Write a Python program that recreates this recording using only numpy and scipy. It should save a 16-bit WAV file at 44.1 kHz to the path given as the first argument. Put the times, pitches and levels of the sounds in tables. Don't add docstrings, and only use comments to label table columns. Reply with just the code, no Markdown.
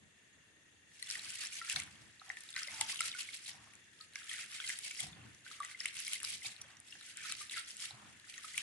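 import sys
import numpy as np
from scipy import signal
from scipy.fft import rfft, irfft, next_fast_len
from scipy.io import wavfile
from scipy.ndimage import uniform_filter1d, map_coordinates

SR = 44100
rng = np.random.default_rng(int(sys.argv[2]) if len(sys.argv) > 2 else 0)


def master(y):
    cut = np.clip(np.atleast_2d(y).T, -1, 1)
    pcm = np.round(cut * 32767)
    wavfile.write(sys.argv[1], SR, pcm.astype(np.int16))


def linear_from_db(decibels):
    return 10 ** (np.asarray(decibels, float) / 20)


N = 380141

# f/Hz, density/dB
AIR_SPECTRUM = [(300, -9.5), (1100, -22), (1900, -18), (3500, -19.5), (5400, -27), (6200, -21),
                (12000, -28)]
# f/Hz, width/Hz, level/dB
HISS_BANDS = [(1820, 195, -1), (2730, 90, -4.5), (3440, 200, -10), (6200, 160, -21), (6690, 72, -8),
              (7240, 93, -20)]
# f/Hz, t60/s
TILE_DECAY = [(700, 0.31), (2000, 0.34), (10000, 0.041)]
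# f/Hz, correlation/1
EAR_LIKENESS = [(150, 0.75), (250, 0.53), (1000, 0.18), (2200, 0.14), (3500, 0.06), (8000, 0.1)]
# f/Hz, width/Hz, level/dB
BOWL_MODES = [(80, 10.6, -0.5), (108.7, 15.5, 2), (149, 24, -5), (209.4, 19.5, -2), (296, 25, -6)]
# f/Hz, width/Hz, level/dB
HOLLOW_MODES = [(730, 110, -5), (910, 73, -9), (1200, 660, -2.5)]
# t/s, hold/s, rumble level/dB, slosh level/dB
BOWL_DRAGS = [(0.0, 0.042, -67.5, -89), (1.158, 0.13, -71, -74), (1.752, 0.037, -58.5, -60),
              (1.856, 0.038, -74, -76), (1.877, 0.22, -66.5, -73.5), (2.276, .02, -72, -65),
              (2.682, 0.13, -67, -64.5), (2.798, 0.028, -65, -57.5), (3, 0.11, -69, -76),
              (3.495, 0.26, -68.5, -69), (5.02, 0.12, -60, -67), (5.16, 0.14, -60.5, -72),
              (5.62, 0.035, -73, -68), (6.262, 0.13, -71, -83), (6.45, 0.042, -66, -67.5),
              (6.6, 0.21, -70.5, -70), (7.303, .05, -69, -77), (7.91, 0.24, -65.5, -66),
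              (8.557, .08, -70, -77)]
# t/s, peak level/dB, f/Hz, life/cycles
BOWL_KNOCKS = [(1.762, -44, 145, 2.4), (1.79, -50, 90, 2.2), (1.85, -58, 200, 4.6), (5.05, -52, 55, 3),
               (3.006, -61, 70, 0.7), (3.56, -62, 208, 4), (5.036, -49, 145, 4), (5.069, -55, 193, 4.6),
               (5.114, -50, 163, 5), (5.205, -51.5, 113, 9), (6.133, -57, 420, 1.4), (6.24, -60, 60, 1.1),
               (6.46, -53, 121, 3.3), (7.93, -52, 122, 3.3), (8.021, -63, 209, 4)]
# t/s, peak level/dB, f/Hz, life/cycles
LARGE_BUBBLES = [(1.439, -49, 1700, 17), (1.615, -43, 1364, 21), (1.762, -24, 1640, 1.5),
                 (1.769, -51.5, 726, 9.8), (4.64, -44, 2090, 19), (4.645, -44, 3240, 26),
                 (2.216, -55, 750, 4.7), (2.216, -45, 1280, 4.2), (2.301, -49, 754, 4.1),
                 (2.564, -45, 1560, 27), (2.81, -37, 878, 12), (2.93, -50, 1090, 7.6),
                 (3.006, -35, 1356, 12), (3.035, -51, 1340, 6.8), (3.149, -44.5, 1470, 18),
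                 (3.185, -56, 1460, 9.2), (4.003, -60, 1288, 26), (4.157, -39.5, 1660, 6.5),
                 (4.601, -38, 1460, 4.2), (5.464, -44.5, 1520, 8.2), (5.512, -44.5, 1280, 4.1),
                 (5.603, -36.5, 1173, 14.6), (6.216, -42, 1680, 3.7), (6.243, -34, 1390, 1.4),
                 (6.449, -49.5, 795, 2.6), (7.205, -51, 1750, 17), (7.41, -50, 1200, 15),
                 (7.572, -42.5, 1357, 17), (8.444, -44, 1270, 8), (5.631, -42, 1940, 7.6),
                 (2.738, -56.5, 890, 29), (2.682, -69, 787, 16), (3.488, -56, 880, 2.7),
                 (3.544, -58, 753, 7.7), (5.01, -60, 750, 9.2), (5.037, -48.5, 720, 5),
                 (5.065, -59, 730, 12), (5.17, -65, 780, 14), (7.907, -50.5, 775, 3.3),
                 (4.913, -45, 2310, 17), (6.954, -56, 770, 2.2), (7.012, -50, 1430, 3.5),
                 (1.681, -48, 1410, 9), (4.693, -41, 1670, 10), (6.231, -37, 1400, 1.4),
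                 (7.322, -45, 1310, 3.5), (7.496, -49, 2610, 5)]
# t/s, peak level/dB,
# f/Hz
SMALL_BUBBLES = [(1.026, -46.5, 1960), (1.154, -35.5, 1900), (1.614, -42, 1910), (1.796, -42, 2060),
                 (2.301, -29, 1860), (2.37, -45, 1800), (2.564, -31.5, 1930), (2.683, -41, 2064),
                 (2.811, -36, 2060), (2.895, -40, 2000), (3.006, -30, 2140), (3.139, -43, 2190),
                 (3.288, -40.5, 2180), (4.157, -37, 2150), (4.314, -37, 1850), (4.338, -42, 1960),
                 (4.701, -30, 1940), (4.992, -44, 2120), (5.648, -42, 1950), (5.747, -45, 2070),
                 (5.809, -42.5, 1900), (5.856, -23, 2130), (6.079, -40, 2200), (6.158, -42, 2090),
                 (6.459, -42, 2300), (7.539, -41, 1960), (7.572, -49, 2100), (8.379, -47, 1880),
                 (1.026, -39, 4250), (1.101, -41, 5100), (1.698, -30, 2480), (1.76, -47, 3780),
                  (2.54, -44, 3570), (2.809, -43, 4400), (2.813, -20, 3100), (2.992, -28, 2930),
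                  (3.006, -36, 5010), (3.116, -36, 3570), (3.127, -42, 3020), (4.011, -46, 4400),
                  (4.295, -33, 3200), (4.602, -31, 3130), (5.004, -31, 3240), (5.803, -44, 4900),
                  (6.133, -27.5, 3040), (6.464, -43, 4940), (6.925, -45.5, 2810), (7.822, -43, 3230),
                  (8.579, -21, 2450)]
# t/s, peak level/dB, f/Hz
TINY_BUBBLES = [(1.043, -48, 5470), (1.072, -46, 3460), (1.109, -43, 6630), (1.411, -44, 4570),
                (1.459, -43, 5600), (1.522, -44.5, 2360), (1.572, -50, 5700), (1.698, -52, 5340),
                (1.76, -39, 5800), (1.769, -40, 2220), (2.562, -43, 6200), (2.563, -47, 4170),
                (2.572, -45, 5080), (2.631, -51, 5080), (2.807, -42, 6100), (2.807, -43, 6500),
                (3.206, -47, 4200), (3.476, -54, 4310), (3.513, -49, 4980), (4.008, -61, 3920),
                (4.847, -48.5, 2260), (4.852, -43, 4620), (4.907, -53, 2580), (4.991, -47, 6200),
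                (5.002, -48, 6890), (5.002, -49, 4770), (5.13, -50, 3540), (5.712, -48, 2120),
                (5.803, -54, 6400), (5.873, -50, 3100), (5.991, -48, 6370), (6.066, -42, 5000),
                (6.42, -47.5, 2060), (6.446, -44, 2520), (6.455, -40.5, 3660), (6.483, -51, 4870),
                (6.615, -47, 5870), (6.769, -56, 5730), (6.903, -57, 5530), (6.906, -58, 5150),
                (6.924, -45, 3180), (6.953, -52, 1670), (7.062, -56, 7000), (7.319, -46, 2650),
                (7.542, -41, 4570), (7.584, -44, 3330), (7.832, -50, 4570), (8.242, -52, 1740),
                (8.542, -45, 2040), (8.578, -38, 6600), (8.577, -52, 2720)]
# t/s, peak level/dB, colour f/Hz
WATER_IMPACTS = [(1.0258, -26.5, 8900), (1.1015, -27.5, 5030), (1.1113, -30, 5200), (1.4123, -35, 4600),
                 (1.4505, -31.5, 5370), (1.6975, -25.5, 6500), (1.7164, -31, 5560), (1.7258, -25.5, 8950),
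                 (1.7605, -17.5, 3760), (1.7999, -24.5, 7850), (2.8096, -26, 4520), (3.0061, -19.5, 8900),
                 (4.3373, -30.5, 10100), (4.6758, -35, 4200), (4.6885, -28.5, 9400), (5.0041, -22, 9000),
                 (5.8036, -26, 5130), (5.8568, -25.5, 2900), (6.0013, -27.5, 10300), (6.0668, -30.5, 4750),
                 (6.0797, -26.5, 10400), (6.1331, -24, 10700), (6.2312, -29, 9200), (6.2428, -29, 4700),
                 (6.2481, -28, 4940), (7.3154, -27, 4930), (7.3225, -29, 3320), (7.8355, -34, 7500),
                 (8.5772, -19.5, 9200), (8.5801, -26.5, 3050),
                 (1.07, -39, 8400), (1.1934, -34.5, 3820), (1.32, -34, 8100), (2.197, -45, 3800),
                (2.2936, -40.5, 5700), (2.3699, -46, 3350), (2.4068, -42, 8900), (2.436, -37.5, 9700),
                (2.489, -37, 4230), (2.504, -33.5, 8500), (2.5627, -31, 4500), (2.632, -29, 5300),
                (2.6747, -33.5, 5070), (3.753, -43.5, 7700), (4.0094, -38.5, 4440), (4.1562, -32.5, 5760),
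                (4.2922, -36, 7840), (4.788, -25, 10600), (4.911, -33.5, 6340), (5.5146, -37, 4440),
                (5.602, -34, 9200), (5.648, -31, 7240), (6.4305, -34, 8850), (6.6173, -32, 10300),
                (6.801, -39, 9000), (6.908, -43, 5140), (7.1708, -28.5, 8640), (7.497, -35.5, 3900),
                (8.3398, -38.5, 3220), (8.3792, -37.5, 6260),
                 (1.304, -32, 8700), (1.354, -34, 10200), (1.459, -39, 5600), (1.4702, -32, 7250),
                  (1.82, -31, 3140), (1.835, -35.5, 8100), (2.957, -38, 3400), (5.885, -34.5, 4470),
                  (6.1526, -27.5, 10500), (6.303, -31, 9100), (6.5635, -38.5, 3850), (6.769, -45, 6500),
                  (7.351, -31, 4640), (7.7675, -35, 8100), (7.802, -32, 6500), (7.908, -37, 4350)]
# t/s, peak level/dB, colour f/Hz
KERNEL_SNAPS = [(1.1014, -30, 5100), (1.111, -23.5, 4900), (1.1535, -32, 3100), (1.194, -43, 2500),
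                (1.321, -41, 8200), (1.649, -33, 2460), (1.6982, -20, 2800), (1.7447, -36, 4100),
                (1.7999, -29, 2500), (1.822, -37, 2900), (1.8342, -39, 2920), (2.3702, -37, 2500),
                (2.407, -45, 8900), (2.5284, -38, 4200), (2.565, -32, 2520), (2.6727, -37, 3200),
                (2.676, -33, 4930), (2.8112, -17, 8400), (2.8377, -39, 8300), (2.9083, -34, 10000),
                (2.959, -29, 3140), (3.0063, -23, 8660), (3.3714, -38, 8600), (3.463, -35, 3480),
                (3.5638, -48, 5700), (3.7361, -43.5, 2520), (4.1355, -44, 4300), (4.1572, -32.5, 5840),
                (4.502, -40, 3400), (4.6942, -25.5, 2520), (4.9097, -31.5, 2760), (4.9142, -43, 2500),
                (4.9489, -35, 2720), (4.966, -40, 3000), (5.0476, -38, 2500), (5.3478, -44, 6240),
                (5.624, -39, 3550), (5.8576, -24.5, 8900), (5.8859, -40, 2700), (5.9427, -39, 9000),
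                (5.968, -30.5, 2940), (5.993, -37, 6500), (6.0802, -32, 10300), (6.1336, -21, 10700),
                (6.2022, -32, 2780), (6.2311, -30, 9100), (6.2485, -22, 4660), (6.613, -43, 6300),
                (6.6155, -34, 6200), (6.7706, -49, 5800), (6.9242, -48, 2920), (7.0107, -39, 4000),
                (7.0639, -41, 6800), (7.3229, -26, 8600), (7.4958, -36, 3620), (7.5117, -33, 2590),
                (8.075, -49, 2800), (8.129, -46.5, 2720), (8.198, -44, 4400), (8.5807, -25.5, 2760)]
# t/s, hold/s, rasp level/dB, wetness (fizz over rasp)/dB
PALM_STROKES = [(1.092, 0.081, -49.5, -1.5), (1.237, .12, -50.5, -4), (1.413, 0.034, -48, 0.5),
                (1.538, 0.046, -49.5, -8), (1.704, 0.011, -43.5, 1), (1.767, 0.048, -55, 4.5),
                (2.818, 0.0084, -47, 0), (2.895, 0.051, -47, -4), (3.029, 0.041, -44.5, -8),
                (3.191, 0.021, -47.5, -3), (3.339, 0.013, -51.5, -23), (3.482, 0.0032, -48.5, -26),
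                (4.306, 0.12, -50.5, 3), (4.527, 0.1, -52.5, 1.5), (4.676, 0.055, -47.5, -3.5),
                (4.831, 0.04, -50.5, -28), (4.997, 0.016, -46, -12), (5.833, 0.057, -53, 3.5),
                (5.982, 0.023, -48, -3), (6.06, 0.077, -48.5, -7.5), (6.143, 0.0078, -50.5, -16),
                (6.257, 0.081, -47.5, -30), (6.462, 0.0077, -47.5, -18), (7.256, 0.054, -48, 2.5),
                (7.397, 0.028, -49.5, -6), (7.555, 0.024, -46.5, 3), (7.685, 0.014, -52.5, -24),
                (7.836, 0.0036, -45.5, -4), (8.457, 0.09, -54.5, -2.5), (8.584, .05, -50, -4)]
# t/s, hold/s, rasp level/dB, wetness/dB
HAND_LIFTS = [(0.915, .03, -72, -10), (2.255, 0.29, -63.5, 1.5), (2.582, 0.043, -51.5, 9),
              (2.709, 0.052, -51, 1.5), (3.99, 0.033, -64.5, -7), (4.164, 0.079, -59.5, 7.5),
              (5.465, 0.12, -60.5, 3.5), (5.635, 0.084, -59.5, 7), (6.88, 0.16, -63.5, -1),
              (7.053, 0.059, -58.5, 1), (8.29, 0.13, -61.5, 6), (7.18, 0.068, -60, 10),
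              (6.59, 0.14, -77.5, 17.5), (5.12, 0.2, -84.5, 20.5), (8.02, 0.25, -73.5, 6),
              (0.96, .07, -63.5, -2), (8.29, 0.0055, -63, -7), (3.45, .02, -66, -15),
              (4.9, 0.0084, -53, -8), (8.46, 0.023, -61.5, -10)]
# f/Hz, density/dB
RASP_SPECTRUM = [(700, -21), (1150, -19.5), (1550, -15.5), (2000, -1.5), (2800, -1.5), (6500, -7),
                 (8500, -5), (12000, -9)]
# f/Hz, gain/dB
SMALL_BODY = [(700, -58), (1100, -8), (1450, -3)]
# f/Hz, gain/dB
OVERALL_TONE = [(45, -13), (65, -2.5), (10300, 5), (11000, 2), (11600, -4.5), (11800, -18), (12650, -51)]

HUSH_S, HUSH_DB = 0.23, 1
SHAKE_DB_S, SETTLE_DB_S, GURGLE_DB_S = 700, 102, 127
STILL_DB, STILL_SLOSH_DB = -76, -93
LIFE_CYCLES, LIFE_AT_DB, LIFE_SHRINKS = 5.13, -31.5, 0.55
NECK, NECK_CYCLES, BURST_LIVES = 0.072, 3.3, 2.3
PAN_DB_OCT, PAN_MID_HZ = 5, 1900
POP_CYCLES, POP_DB = 13, 5
TICK_CYCLES, TICK_DB, SPIKE_DB = 1.5, 6.5, 19
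RISE_DB_S, FALL_DB_S, LIFT_DB_S = 258, 246, 378
TRICKLE_DB, TRICKLE_DB_S, TRICKLE_WET_DB = -21.5, 20.5, 4.5


def unit(x):
    return x / np.sqrt(np.mean(x ** 2) + 1e-20)


def along(points, hz):
    f, v = np.transpose(points)
    return np.interp(np.log(hz + 1), np.log(f + 1), v)


def spectrum(points):
    return lambda hz: linear_from_db(along(points, hz))


def bands(modes):
    def gain(f):
        power = 0
        for centre, width, db in modes:
            damping = (f * width) ** 2
            power = power + linear_from_db(db) ** 2 * damping / ((centre * centre - f * f) ** 2 + damping)
        return np.sqrt(power)
    return gain


def wobble(rate):
    knots = rng.standard_normal(int(N * rate / SR) + 4)
    return map_coordinates(knots, [np.arange(N) * rate / SR])


def filtered(x, response):
    m = next_fast_len(N + SR // 2)
    return irfft(rfft(x, m) * response(np.fft.rfftfreq(m, 1 / SR)), m)[..., :N]


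def rush(gain, patchy_db):
    z = signal.stft(rng.standard_normal((2, N)), nperseg=256)[2]
    field = uniform_filter1d(rng.standard_normal(z.shape[1:]), 5, 0)
    field = unit(uniform_filter1d(field, 5, 1))
    pair = signal.istft(z * linear_from_db(patchy_db * field), nperseg=256)[1][:, :N]

    def share(hz):
        angle = np.arccos(np.clip(along(EAR_LIKENESS, hz), -1, 1)) / 2
        return gain(hz) * np.array([np.cos(angle), np.sin(angle)])

    mid, side = filtered(pair, share)
    return unit(np.array([mid + side, mid - side]))


def blips(s, db, hz, cycles, pan_db, rise, size, neck=0, burst=np.inf):
    k = np.arange(size)
    turns = hz[:, None] * k / SR
    age = turns / cycles[:, None]
    climbing = turns * (1 + rise * age / 2)
    pinching = neck * NECK_CYCLES * (1 - np.exp(-turns / NECK_CYCLES))
    wave = np.sin(2 * np.pi * (climbing + pinching))
    wave *= np.exp(-age - (age / burst) ** 4) * (1 - np.exp(-turns))
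    wave *= np.cos(np.pi / 2 * k / size)

    def ear(sign):
        start = np.abs(np.round(s * SR - sign * 0.3 * pan_db)).astype(int)
        at = (start[:, None] + k).ravel()
        heard = linear_from_db(db + sign * pan_db / 2)[:, None] * wave
        return np.bincount(at, heard.ravel(), N + size)[:N]

    return np.array([ear(1), ear(-1)])


def swarm(count, centre_hz, octaves, cycles, scatter_db, rise, size):
    chance, normal = rng.random((count, 2)), rng.standard_normal((count, 3))
    s = chance[:, 0] * (N - 1) / SR
    hz = np.clip(centre_hz * 2 ** (octaves * normal[:, 0]), 550, 12000)
    db = -scatter_db * np.log(chance[:, 1] + 0.057)
    life = cycles * np.exp(0.57 * normal[:, 1])
    return unit(blips(s, db, hz, life, 4.5 * normal[:, 2], rise, size))


def swells(s, hold, db, rise_db_s, fall_db_s):
    t = np.arange(0, N + 64, 64) / SR
    before = np.clip(s[:, None] - t, 0, None)
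    after = np.clip(t - (s + hold)[:, None], 0, None)
    level = db[:, None] - rise_db_s * before - fall_db_s * after
    total = 10 * np.log10(np.sum(linear_from_db(level) ** 2, axis=0) + 1e-12)
    return np.interp(np.arange(N) / SR, t, total)


def kitchen():
    air = linear_from_db(-71.5) * rush(spectrum(AIR_SPECTRUM), patchy_db=2.0)
    fade_db = HUSH_DB * np.clip(np.arange(N) / SR - HUSH_S, 0, 1)
    hiss = linear_from_db(-69.5 - fade_db + 1.45 * wobble(3.15)) * rush(bands(HISS_BANDS), patchy_db=2.0)
    return (air + hiss) * linear_from_db([[0.8], [-0.8]])


def room(water, hands):
    hz, t, z = signal.stft(rng.standard_normal((2, SR // 3)), SR, nperseg=256)
    tail = signal.istft(z * linear_from_db(-60 * t / along(TILE_DECAY, hz)[:, None]), SR, nperseg=256)[1]
    wall_t = np.arange(SR // 100) / SR
    wall = rng.standard_normal((2, SR // 100)) * linear_from_db(-60 * wall_t / 0.0087)

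    def heard(x, answer):
        late = np.pad(x, ((0, 0), (20, 0)))
        return signal.fftconvolve(late, answer / np.linalg.norm(answer[0]), axes=1)[:, :N]

    return linear_from_db(-5) * heard(water, wall) + heard(linear_from_db(-11.0) * water + linear_from_db(-10.5) * hands, tail)


def bowl():
    s, hold, shake_db, gurgle_db = np.transpose(BOWL_DRAGS)
    rumble_db = np.maximum(swells(s, hold, shake_db, SHAKE_DB_S, SETTLE_DB_S), STILL_DB)
    slosh_db = np.maximum(swells(s, 0.7 * hold, gurgle_db, SHAKE_DB_S, GURGLE_DB_S), STILL_SLOSH_DB)
    shaking = linear_from_db(1.7 * wobble(35)) * rush(bands(BOWL_MODES), patchy_db=0.0)
    hollow = bands(HOLLOW_MODES)
    sloshing = linear_from_db(1.6 * wobble(70)) * rush(lambda hz: hollow(hz) ** 2, patchy_db=-1.5)
    gulps = swarm(count=900, centre_hz=796, octaves=0.22, cycles=5.4, scatter_db=5.0, rise=0.027, size=900)
    rumble = linear_from_db(rumble_db) * unit(shaking)
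    slosh = linear_from_db(slosh_db) * unit(sloshing)
    return rumble + linear_from_db(-1.0) * slosh + linear_from_db(slosh_db - 8.0) * gulps


def thumps():
    s, db, hz, cycles = np.transpose(BOWL_KNOCKS)
    return blips(s, db, hz, np.clip(cycles, 0.3, 12), 0 * s, rise=0, size=6000)


def bubbles():
    s, db, hz = np.array(SMALL_BUBBLES).T
    small = np.transpose([s, db, hz, LIFE_CYCLES * linear_from_db(-LIFE_SHRINKS * (db - LIFE_AT_DB))])
    s, db, hz, cycles = np.vstack([LARGE_BUBBLES, small]).T
    life = np.clip(0.83 * cycles, 0.5, 22)
    pan_db = np.clip(PAN_DB_OCT * np.log2(hz / PAN_MID_HZ), -1.5, 9)
    return blips(s, db + 2.5, 0.975 * hz, life, pan_db, rise=0.018, size=2600, neck=NECK, burst=BURST_LIVES)


def spatter():
    s, db, hz = np.repeat(np.array(WATER_IMPACTS), 8, axis=0).T
    chance, normal = rng.random((len(s), 3)), rng.standard_normal((len(s), 2))
    order = np.arange(len(s)) % 8
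    broad = order % 2 == 1
    late = 0.0003 * linear_from_db(0.37 * (db + 24)) * order * (0.5 + chance[:, 0])
    own = np.clip(hz * 2 ** (0.11 * normal[:, 0]), 2500, 11500)
    bright = 11500 / 4.4 ** (chance[:, 2] ** 2.6)
    colour = np.where(broad, bright, own)
    cycles = np.where(broad, 0.6, 0.93 + 3.3 * chance[:, 1])
    crack_db = db - 0.18 * order + 5 * broad
    return blips(s + late, crack_db, colour, cycles, 1.6 + 2.5 * normal[:, 1], rise=0, size=160)


def snaps():
    s, db, hz = np.transpose(KERNEL_SNAPS)
    pan_db = 1.9 + 1.5 * rng.standard_normal(len(s))
    coloured = blips(s, db + TICK_DB, hz, np.full(len(s), TICK_CYCLES), pan_db, rise=0, size=120)
    spike_hz, spike_cycles = np.full(len(s), 9000.0), np.full(len(s), 0.45)
    return coloured + blips(s, db + SPIKE_DB, spike_hz, spike_cycles, pan_db, rise=0, size=40)


def pops():
    s, db, hz = np.transpose(TINY_BUBBLES)
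    cycles = POP_CYCLES * (hz / 4000) ** 0.6
    pan_db = 1.5 + 1.7 * rng.standard_normal(len(s))
    return blips(s, db + POP_DB, hz, cycles, pan_db, rise=0.004, size=700)


def effort():
    s, hold, db, wet_db = np.vstack([PALM_STROKES, HAND_LIFTS]).T
    rise = np.repeat([RISE_DB_S, LIFT_DB_S], [len(PALM_STROKES), len(HAND_LIFTS)])[:, None]
    trickle = linear_from_db(swells(s, hold, db + TRICKLE_DB, rise, TRICKLE_DB_S))
    rasp = np.hypot(linear_from_db(swells(s, hold, db, rise, FALL_DB_S)), trickle)
    wet = linear_from_db(swells(s, hold, db + wet_db, rise, FALL_DB_S))
    fizz = np.hypot(wet, linear_from_db(TRICKLE_WET_DB) * trickle)
    return 20 * np.log10(rasp), 20 * np.log10(fizz / rasp)


def rubbing():
    rasp_db, wet_db = effort()
    stutter = linear_from_db(1.8 * wobble(40) + 2.8 * wobble(160) + 1.24 * wobble(700))
    rasp = unit(stutter * rush(spectrum(RASP_SPECTRUM), patchy_db=2.0))
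    clicks = swarm(count=6000, centre_hz=6500, octaves=0.54, cycles=0.95, scatter_db=3.5, rise=0, size=96)
    fizz = swarm(count=7000, centre_hz=2156, octaves=0.423, cycles=7.15, scatter_db=2.5, rise=0.078, size=500)
    grains = linear_from_db(rasp_db) * (linear_from_db(-4) * clicks + linear_from_db(wet_db - 5.0) * fizz)
    return linear_from_db(rasp_db - 0.46) * rasp + filtered(grains, spectrum(SMALL_BODY))


def scene():
    impacts = spatter() + snaps() + pops()
    water = bubbles() + filtered(impacts, spectrum(SMALL_BODY))
    hands = linear_from_db(1.05) * rubbing()
    return kitchen() + room(water, hands) + bowl() + thumps() + water + hands


def band_limit(x):
    return signal.sosfilt(signal.butter(12, 12680, fs=SR, output="sos"), x)


def record(dry):
    ports = np.array([dry[0], np.roll(dry[1], shift=2)])
    mix = filtered(ports, spectrum(OVERALL_TONE))
    return band_limit(mix)


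dry = scene()
out = record(dry)
master(out)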